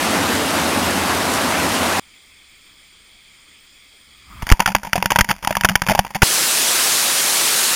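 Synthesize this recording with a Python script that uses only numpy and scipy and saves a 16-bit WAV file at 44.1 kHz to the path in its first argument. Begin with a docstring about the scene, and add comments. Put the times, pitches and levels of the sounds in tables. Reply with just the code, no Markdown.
"""A half-frozen waterfall from four places

The fall roars under a rock overhang, is muffled in a sealed camera housing, then heard in the spray, where
drops slap the housing and overdrive its microphone, and lastly in the open as a bright rush.
Falling water is filtered noise with random impacts; drops are brief shaken bursts that excite
decaying wall modes and an air hum. The sound is mono and changes abruptly on leaving the overhang
and on entering the open."""
import sys
import numpy as np
from scipy import signal
from scipy.fft import rfft, irfft, next_fast_len
from scipy.io import wavfile
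from scipy.ndimage import uniform_filter1d, map_coordinates

SR = 44100
rng = np.random.default_rng(int(sys.argv[2]) if len(sys.argv) > 2 else 0)


def to_wav(s):
    """Save 16-bit WAV."""
    ch = np.atleast_2d(s).T  # columns
    pcm = np.round(np.clip(ch, -1, 1) * 32767)  # PCM
    wavfile.write(sys.argv[1], SR, pcm.astype(np.int16))


N = 341772

LEAVE_OVERHANG_S, ENTER_OPEN_S = 1.9975, 6.2345  # changes of place
ENTER_SPRAY_S, WETTING_S = 4.42, 0.28  # the camera enters the spray; time until water covers it
TOP_HZ = 15900  # band limit of the camera

# Roar under the overhang, spectral density: (frequency [Hz], level [dB per Hz])
ROAR_SPECTRUM = [(25, -29), (50, -24), (85, 0), (130, -13.5), (180, -2), (270, 2.5), (400, -6), (520, -4),
                 (680, -3), (1100, -4.5), (3400, -13), (7000, -19), (11800, -22), (15800, -33.5)]
# Water spattering on stone, spectral density: (frequency [Hz], level [dB per Hz])
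SPATTER_SPECTRUM = [(200, -32), (2000, -11), (5000, -2), (9000, 3), (12000, -3.5), (15800, -15)]
# Broad spectrum of the fall heard inside the housing: (frequency [Hz], level [dB per Hz])
SEALED_SPECTRUM = [(25, -1), (60, -1.5), (130, -9), (290, -7.5), (600, -15.5), (1000, -14), (1200, -9),
                   (1550, -12), (1900, -7), (2200, 1), (2550, -3), (2850, -20), (3050, -30), (3600, -60)]
# Wall resonances that let the hiss in: (centre [Hz], width [Hz], level [dB])
WALL_RESONANCES = [(3300, 360, 1.5), (3840, 400, -17.5), (4770, 930, -6), (7190, 1040, -10),
                   (8660, 390, -6.5), (9740, 500, -12), (14200, 500, -15), (15150, 250, -11)]
# Hollow swell as the water closes in, before its final fade: (time [s], level [dB])
SWELL_LEVEL = [(4.05, -68), (4.264, -53.5), (4.318, -38), (4.386, -39.5), (4.4, -38.5)]
# Spectral density of that swell: (frequency [Hz], level [dB per Hz])
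SWELL_SPECTRUM = [(8, -30), (25, -7), (65, 5.5), (150, -9), (300, -14), (450, -33), (800, -22), (1000, -15),
                  (1250, -5.5), (1500, -23), (2300, -16), (3500, -42), (12000, -35)]
# Fine spray on the housing, before the wall colours it: (frequency [Hz], level [dB per Hz])
SPRAY_SPECTRUM = [(8, -20), (25, 5), (90, -9), (300, -10), (430, -13), (650, -5.5), (900, -4), (1150, -4),
                  (1550, -6), (2200, -3), (3500, -12.5), (6000, -22), (10000, -25), (15500, -26)]
# Drops that slap the housing, levels relative before overdrive:
# (time [s], level [dB], length [s], mean pitch [Hz], level of the air hum [dB])
DROPS = [(4.422, -28, 0.009, 1126, -57), (4.468, -21.5, .0027, 2020, -54), (4.491, -16, .0015, 2050, -48),
         (4.501, -9.5, 0.0013, 1810, -44), (4.5161, -4, .0012, 1340, -35), (4.5215, 0, 0.0051, 1195, -32),
         (4.5947, -20, 0.0035, 970, -22), (4.6025, -5.5, 0.0042, 897, -38), (4.619, -27, 0.0073, 900, -50),
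         (4.6596, -9, 0.0045, 1576, -44), (4.676, -13.5, .004, 1200, -20), (4.685, -20.5, .007, 890, -30),
         (4.7026, -31, 0.0069, 905, -25), (4.7495, -4, .0037, 925, -18.5), (4.763, -21.5, .0025, 2070, -51),
         (4.833, -25, 0.0023, 1370, -58), (4.8492, -26.5, 0.0043, 950, -43),
         (4.871, -32.5, 0.007, 814, -29), (4.9314, -5.5, 0.0021, 1430, -34), (4.956, -16, 0.0095, 718, -40),
         (4.979, -20.5, .0045, 980, -18.5), (5.0255, -8, .0014, 980, -30), (5.058, -5, 0.0014, 1430, -24),
         (5.1043, -13, .007, 1100, -30), (5.1186, -8, 0.0028, 950, -40), (5.159, -8, 0.0049, 875, -27),
         (5.1873, -6, 0.0049, 1180, -15.5), (5.197, -19, 0.0055, 980, -46), (5.2089, -2, 0.0036, 1596, -34),
         (5.245, -22.5, .004, 1820, -38), (5.289, -20, 0.0064, 1490, -19), (5.2957, -20, 0.0073, 1010, -28),
         (5.3048, -18, 0.01, 860, -21), (5.3116, -11, 0.0043, 1297, -37), (5.4268, -31.5, .008, 1260, -48),
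         (5.448, -13.5, 0.0019, 1300, -44), (5.4737, -7.5, .002, 920, -39),
         (5.5073, -16, 0.0049, 630, -23.5), (5.526, -21, .0025, 1500, -51),
         (5.5526, -15.5, 0.0029, 1790, -33), (5.5688, -6.5, 0.0015, 1120, -27),
         (5.61, -9.5, 0.0012, 1950, -35), (5.6358, -16, .002, 1410, -21), (5.647, -3, 0.0068, 1326, -26),
         (5.6883, -10.5, 0.0021, 1500, -20), (5.6948, -12.5, 0.0032, 1430, -35),
         (5.705, -28, 0.0043, 710, -15), (5.7546, -4.5, .0044, 2064, -30),
         (5.8189, -9.5, 0.0022, 1420, -24.5), (5.8658, -17, 0.0015, 930, -39),
         (5.8735, -17, .0016, 900, -47), (5.886, -14, 0.0056, 1570, -12.5), (5.8964, -12, .005, 914, -34),
         (5.9066, -15, .007, 925, -15), (5.9158, -14.5, 0.0076, 624, -45), (5.95, -10.5, 0.0018, 816, -44),
         (5.955, -13, .002, 820, -44), (5.9785, -26, 0.006, 895, -25), (5.991, -3, 0.0035, 860, -17),
         (6.0486, -26.5, 0.0041, 900, -53), (6.106, -34.5, 0.0062, 910, -40),
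         (6.1477, -21.5, 0.007, 1990, -27.5), (6.1548, -22, 0.011, 796, -20.5),
         (6.2198, -4, 0.005, 1514, -45), (6.2296, 0.5, .0043, 863, -32)]
# Modes with which the housing wall rings: (nominal frequency [Hz], relative level [dB], t60 [s])
HOUSING_MODES = [(590, -10, .04), (840, -5, .07), (945, -1, .1), (7130, -25, .05), (8900, -26, .05)]
# Transmission of the housing wall, with deep notches: (frequency [Hz], gain [dB])
WALL_GAIN = [(200, 5), (430, -4.5), (600, 1.5), (860, 2), (1200, -4), (1500, -0.5), (3400, -1.5),
             (3850, -9), (4120, -13.5), (4550, 5.5), (7200, 8), (7700, -15), (8400, -10), (8850, 7.5),
             (11300, 8), (12000, -11), (12600, 7.5), (15200, 6), (15600, -15)]
# Whole gushes of water that dent the housing: (time [s], relative level [dB])
GUSHES = [(4.429, -17), (4.5174, 12), (5.2087, -11.5), (6.2297, 0)]
# Rush in the open, spectral density: (frequency [Hz], level [dB per Hz])
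RUSH_SPECTRUM = [(30, -32), (80, -25.5), (150, -10), (300, -6.5), (600, -3.5), (1300, -2), (2500, -1.5),
                 (4200, 0), (7000, -1), (9700, -1), (12500, -6), (15700, -12)]


def amp(db):
    """Logarithmic level: 20 dB is a factor of ten in amplitude."""
    return 10 ** (np.asarray(db) / 20)


def unit(x):
    """Normalization: scale a signal to rms 1."""
    return x / np.sqrt(np.mean(x ** 2) + 1e-20)


def shape(points, hz):
    """Spectral envelope: interpolate (frequency [Hz], level [dB]) points over log frequency."""
    f, db = np.transpose(points)
    return amp(np.interp(np.log(hz + 1), np.log(f + 1), db))


def level(rows):
    """Amplitude envelope: interpolate (time [s], level [dB]) rows to a gain per sample."""
    return amp(np.interp(np.arange(N) / SR, *np.transpose(rows)))


def wobble(rate):
    """Slow random modulation: a smooth curve through `rate` random knots per second."""
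    knots = rng.standard_normal(int(N * rate / SR) + 4)
    return map_coordinates(knots, [np.arange(N) * rate / SR])


def coloured(x, gain):
    """Minimum-phase filtering: the folded cepstrum gives a causal filter with the given gain."""
    m = 2 * next_fast_len(N // 2 + SR // 4)
    log_gain = np.log(np.maximum(gain(np.fft.rfftfreq(m, 1 / SR)), 1e-6))
    cepstrum = irfft(log_gain)
    cepstrum[1:m // 2] *= 2
    cepstrum[m // 2 + 1:] = 0
    response = np.exp(rfft(cepstrum))
    return irfft(rfft(x, m) * response)[:N]


def patter(rate, spread_db):
    """Shot noise: random tiny impacts of unequal size, about `rate` per second, rms 1."""
    chance, size = rng.random(N), rng.standard_normal(N)
    sign = np.sign(rng.standard_normal(N))
    impacts = (chance < rate / SR) * sign * amp(spread_db * np.clip(size, -2, 2))
    return unit(impacts)


def water(patchy_db, rate, splash_db):
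    """Superposition: countless bubbles add up to noise in shifting patches, with nearer splashes on top."""
    spectrogram = signal.stft(rng.standard_normal(N), nperseg=512)[2]
    field = uniform_filter1d(rng.standard_normal(spectrogram.shape), size=5, axis=0)  # over frequency
    field = uniform_filter1d(field, size=8, axis=1)  # over time
    churn = signal.istft(spectrogram * amp(patchy_db * unit(field)), nperseg=512)[1][:N]
    splashes = patter(rate, spread_db=4.5)
    return unit(unit(churn) + amp(splash_db) * splashes)


def overhang(roar_db=-18.2, spatter_db=-35):
    """Reflection: the rock roof gathers the low roar; nearby, water spatters on stone in quick flurries."""
    flow = water(patchy_db=1.45, rate=980, splash_db=-8.0) * amp(0.24 * wobble(30.56))
    roar = unit(coloured(flow, lambda hz: shape(ROAR_SPECTRUM, hz)))
    flurries = patter(rate=1400, spread_db=6.5) * amp(2.5 * wobble(44.8))
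    spatter = unit(coloured(flurries, lambda hz: shape(SPATTER_SPECTRUM, hz)))
    return amp(roar_db) * roar + amp(spatter_db) * spatter


def sealed_gain(hz):
    """Resonant transmission: wall resonances add to the broad gain of the sealed housing."""
    gain = shape(SEALED_SPECTRUM, hz)
    for centre, width, db in WALL_RESONANCES:
        gain = gain + amp(db) / (1 + ((hz - centre) / width) ** 2) ** 2
    return gain


def sealed_fall(hiss_db=-49, covered_db=-63, swell_fade_db_per_s=300):
    """Transmission: resonances pass the hiss, which swells hollowly, then dims as water covers the wall."""
    flow = water(patchy_db=1.5, rate=1500, splash_db=-18)
    cover = level([(ENTER_SPRAY_S, hiss_db), (ENTER_SPRAY_S + WETTING_S, covered_db)])
    hiss = cover * unit(coloured(flow, sealed_gain))
    gurgle = water(patchy_db=0.5, rate=260, splash_db=-7)
    time_in_spray = np.maximum(np.arange(N) / SR - ENTER_SPRAY_S, 0)
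    swell_level = level(SWELL_LEVEL) * amp(-swell_fade_db_per_s * time_in_spray)
    swell = swell_level * unit(coloured(gurgle, lambda hz: shape(SWELL_SPECTRUM, hz)))
    return hiss + swell


def spray(mist_db=-52, approach_db_per_s=130, cloud_db=-35, cloud_grows=0.28, trail_s=0.019):
    """Addition of powers: fine droplets prickle as a mist that rises to a steady level, plus a decaying
    cloud after every listed drop."""
    t = np.arange(N) / SR
    power = amp(mist_db - approach_db_per_s * np.maximum(ENTER_SPRAY_S - t, 0)) ** 2
    for start, db, *_ in DROPS:
        decay = np.exp(-np.clip((t - start) / trail_s, 0, 20))  # trail_s is the time constant of power
        power = power + (t > start) * amp(cloud_db + cloud_grows * db) ** 2 * decay
    fine = water(patchy_db=1.0, rate=170, splash_db=2.5)
    return np.sqrt(power) * unit(coloured(fine, lambda hz: shape(SPRAY_SPECTRUM, hz)))


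def droplets(count=24, mean_db=-33, spread_db=3, lag_s=0.017, length_s=0.0053,
             pitch_hz=1050, pitch_spread=0.3, hum_db=-42):
    """Random succession: small drops follow some of the big ones; same columns as DROPS."""
    leaders = rng.permutation([row[0] for row in DROPS])[:count]
    rows = []
    for start, (late, size, tone) in zip(leaders, rng.standard_normal((count, 3))):
        time = start + lag_s * np.exp(0.35 * late)
        pitch = pitch_hz * np.exp(pitch_spread * tone)
        rows.append((time, mean_db + spread_db * size, length_s, pitch, hum_db))
    return rows


def slaps(drops, wander=0.29, fade_s=0.003, rise_s=0.00012, hiss_db=-11, splash_db=-27, splash_t60_s=0.063,
          crack_db=-1.0, crack_db_per_octave=3.0, crack_hz=1300, ring_db=-23, ring_grows=0.42):
    """Impact excitation: each drop shakes the wall for milliseconds, splashes and leaves its modes ringing;
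    higher drops crack more, harder ones ring more."""
    out, t = np.zeros(N + SR), np.arange(SR // 4) / SR
    crack_band = signal.butter(2, [1300, 3000], "band", fs=SR, output="sos")
    for start, db, length, hz, _ in drops:
        drift, grit, hiss = rng.standard_normal((3, len(t)))
        drift = unit(uniform_filter1d(drift, size=16))  # the flattening drop keeps changing the load on the wall
        shake = np.sqrt(2) * np.sin(2 * np.pi * np.cumsum(hz * (1 + wander * drift)) / SR)
        crack = unit(signal.sosfilt(crack_band, grit)) + amp(hiss_db) * hiss
        sharpness = amp(crack_db + crack_db_per_octave * np.log2(hz / crack_hz))
        blow = (shake + sharpness * crack) / np.hypot(1, sharpness)
        # the press starts sharply and sinks by 6.6 dB over the drop's length
        press = (1 - np.exp(-t / rise_s)) * amp(3 - 6.6 * np.minimum(t / length, 1))
        release = np.exp(-2 * np.maximum(t - 1.144 * length, 0) / fade_s)
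        splash = amp(splash_db - 60 * t / splash_t60_s) * crack
        ring = 0
        for mode_hz, mode_db, t60 in HOUSING_MODES:
            film = 1 + 0.025 * rng.standard_normal()  # the water film detunes the wall a little
            decay = amp(mode_db + 2 * rng.standard_normal() - 60 * t / t60)
            ring = ring + decay * np.sin(2 * np.pi * mode_hz * film * t)
        slap = amp(db) * (press * release * blow + splash)
        out[round(start * SR):][:len(t)] += slap + amp(ring_db + ring_grows * db) * ring
    return out[:N]


def cavity(drops, push_s=0.0029, cavity_hz=200, cavity_t60_s=0.14, sag=0.037, drain_s=0.024,
           dent_db=-19, dent_grows=0.8, dent_length_s=0.0031):
    """Elastic recoil and cavity resonance: water dents the wall, which springs back; the air inside
    thumps and hums. Harder and longer drops dent it more."""
    out, t = np.zeros(N + SR), np.arange(SR // 4) / SR
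    u = t / push_s
    push = -u * (2 - u) * np.exp(1 - u)  # inward, then outward after 2 * push_s
    for start, db, length, _, hum_db in drops:
        film = 1 + 0.03 * rng.standard_normal()  # small random detuning of each hum
        hz = cavity_hz * film * (1 - sag * np.exp(-t / drain_s))  # the pitch recovers as the water runs off
        hum = amp(hum_db - 60 * t / cavity_t60_s) * np.sin(2 * np.pi * np.cumsum(hz) / SR)
        dent = amp(dent_db + dent_grows * db) * np.sqrt(length / dent_length_s)
        out[round(start * SR):][:len(t)] += dent * push + hum
    for start, db in GUSHES:
        out[round(start * SR):][:len(t)] += amp(db) * push
    return out[:N]


def housing(drive_db=1.5):
    """Saturation: drops overdrive the microphone into square-edged cracks, coloured by the wall."""
    drops = DROPS + droplets()
    squared = np.tanh(amp(drive_db) * (slaps(drops) + spray()))
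    cracks = coloured(squared, lambda hz: shape(WALL_GAIN, hz))
    return cracks + cavity(drops) + sealed_fall()


def open_fall(rush_db=-16.5, surge_db=0.3):
    """Broadband radiation: sheets of water shatter on the rock close by, surging a little."""
    surge = amp(0.1 * wobble(15) + surge_db * wobble(7))
    flow = water(patchy_db=1.5, rate=2500, splash_db=-6.0) * surge
    return amp(rush_db) * unit(coloured(flow, lambda hz: shape(RUSH_SPECTRUM, hz)))


def scene():
    """Diotic presentation: one place after another, alike in both ears."""
    t = np.arange(N) / SR
    mono = np.select([t < LEAVE_OVERHANG_S, t < ENTER_OPEN_S], [overhang(), housing()], open_fall())
    return np.array([mono, mono])


def record(dry):
    """Clipping and band limitation: the camera clips at full scale, then keeps nothing above TOP_HZ."""
    m = next_fast_len(N + SR // 2)
    passband = np.fft.rfftfreq(m, 1 / SR) < TOP_HZ
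    return irfft(rfft(np.clip(dry, -1, 1), m) * passband, m)[:, :N]


dry = scene()
out = record(dry)
to_wav(out)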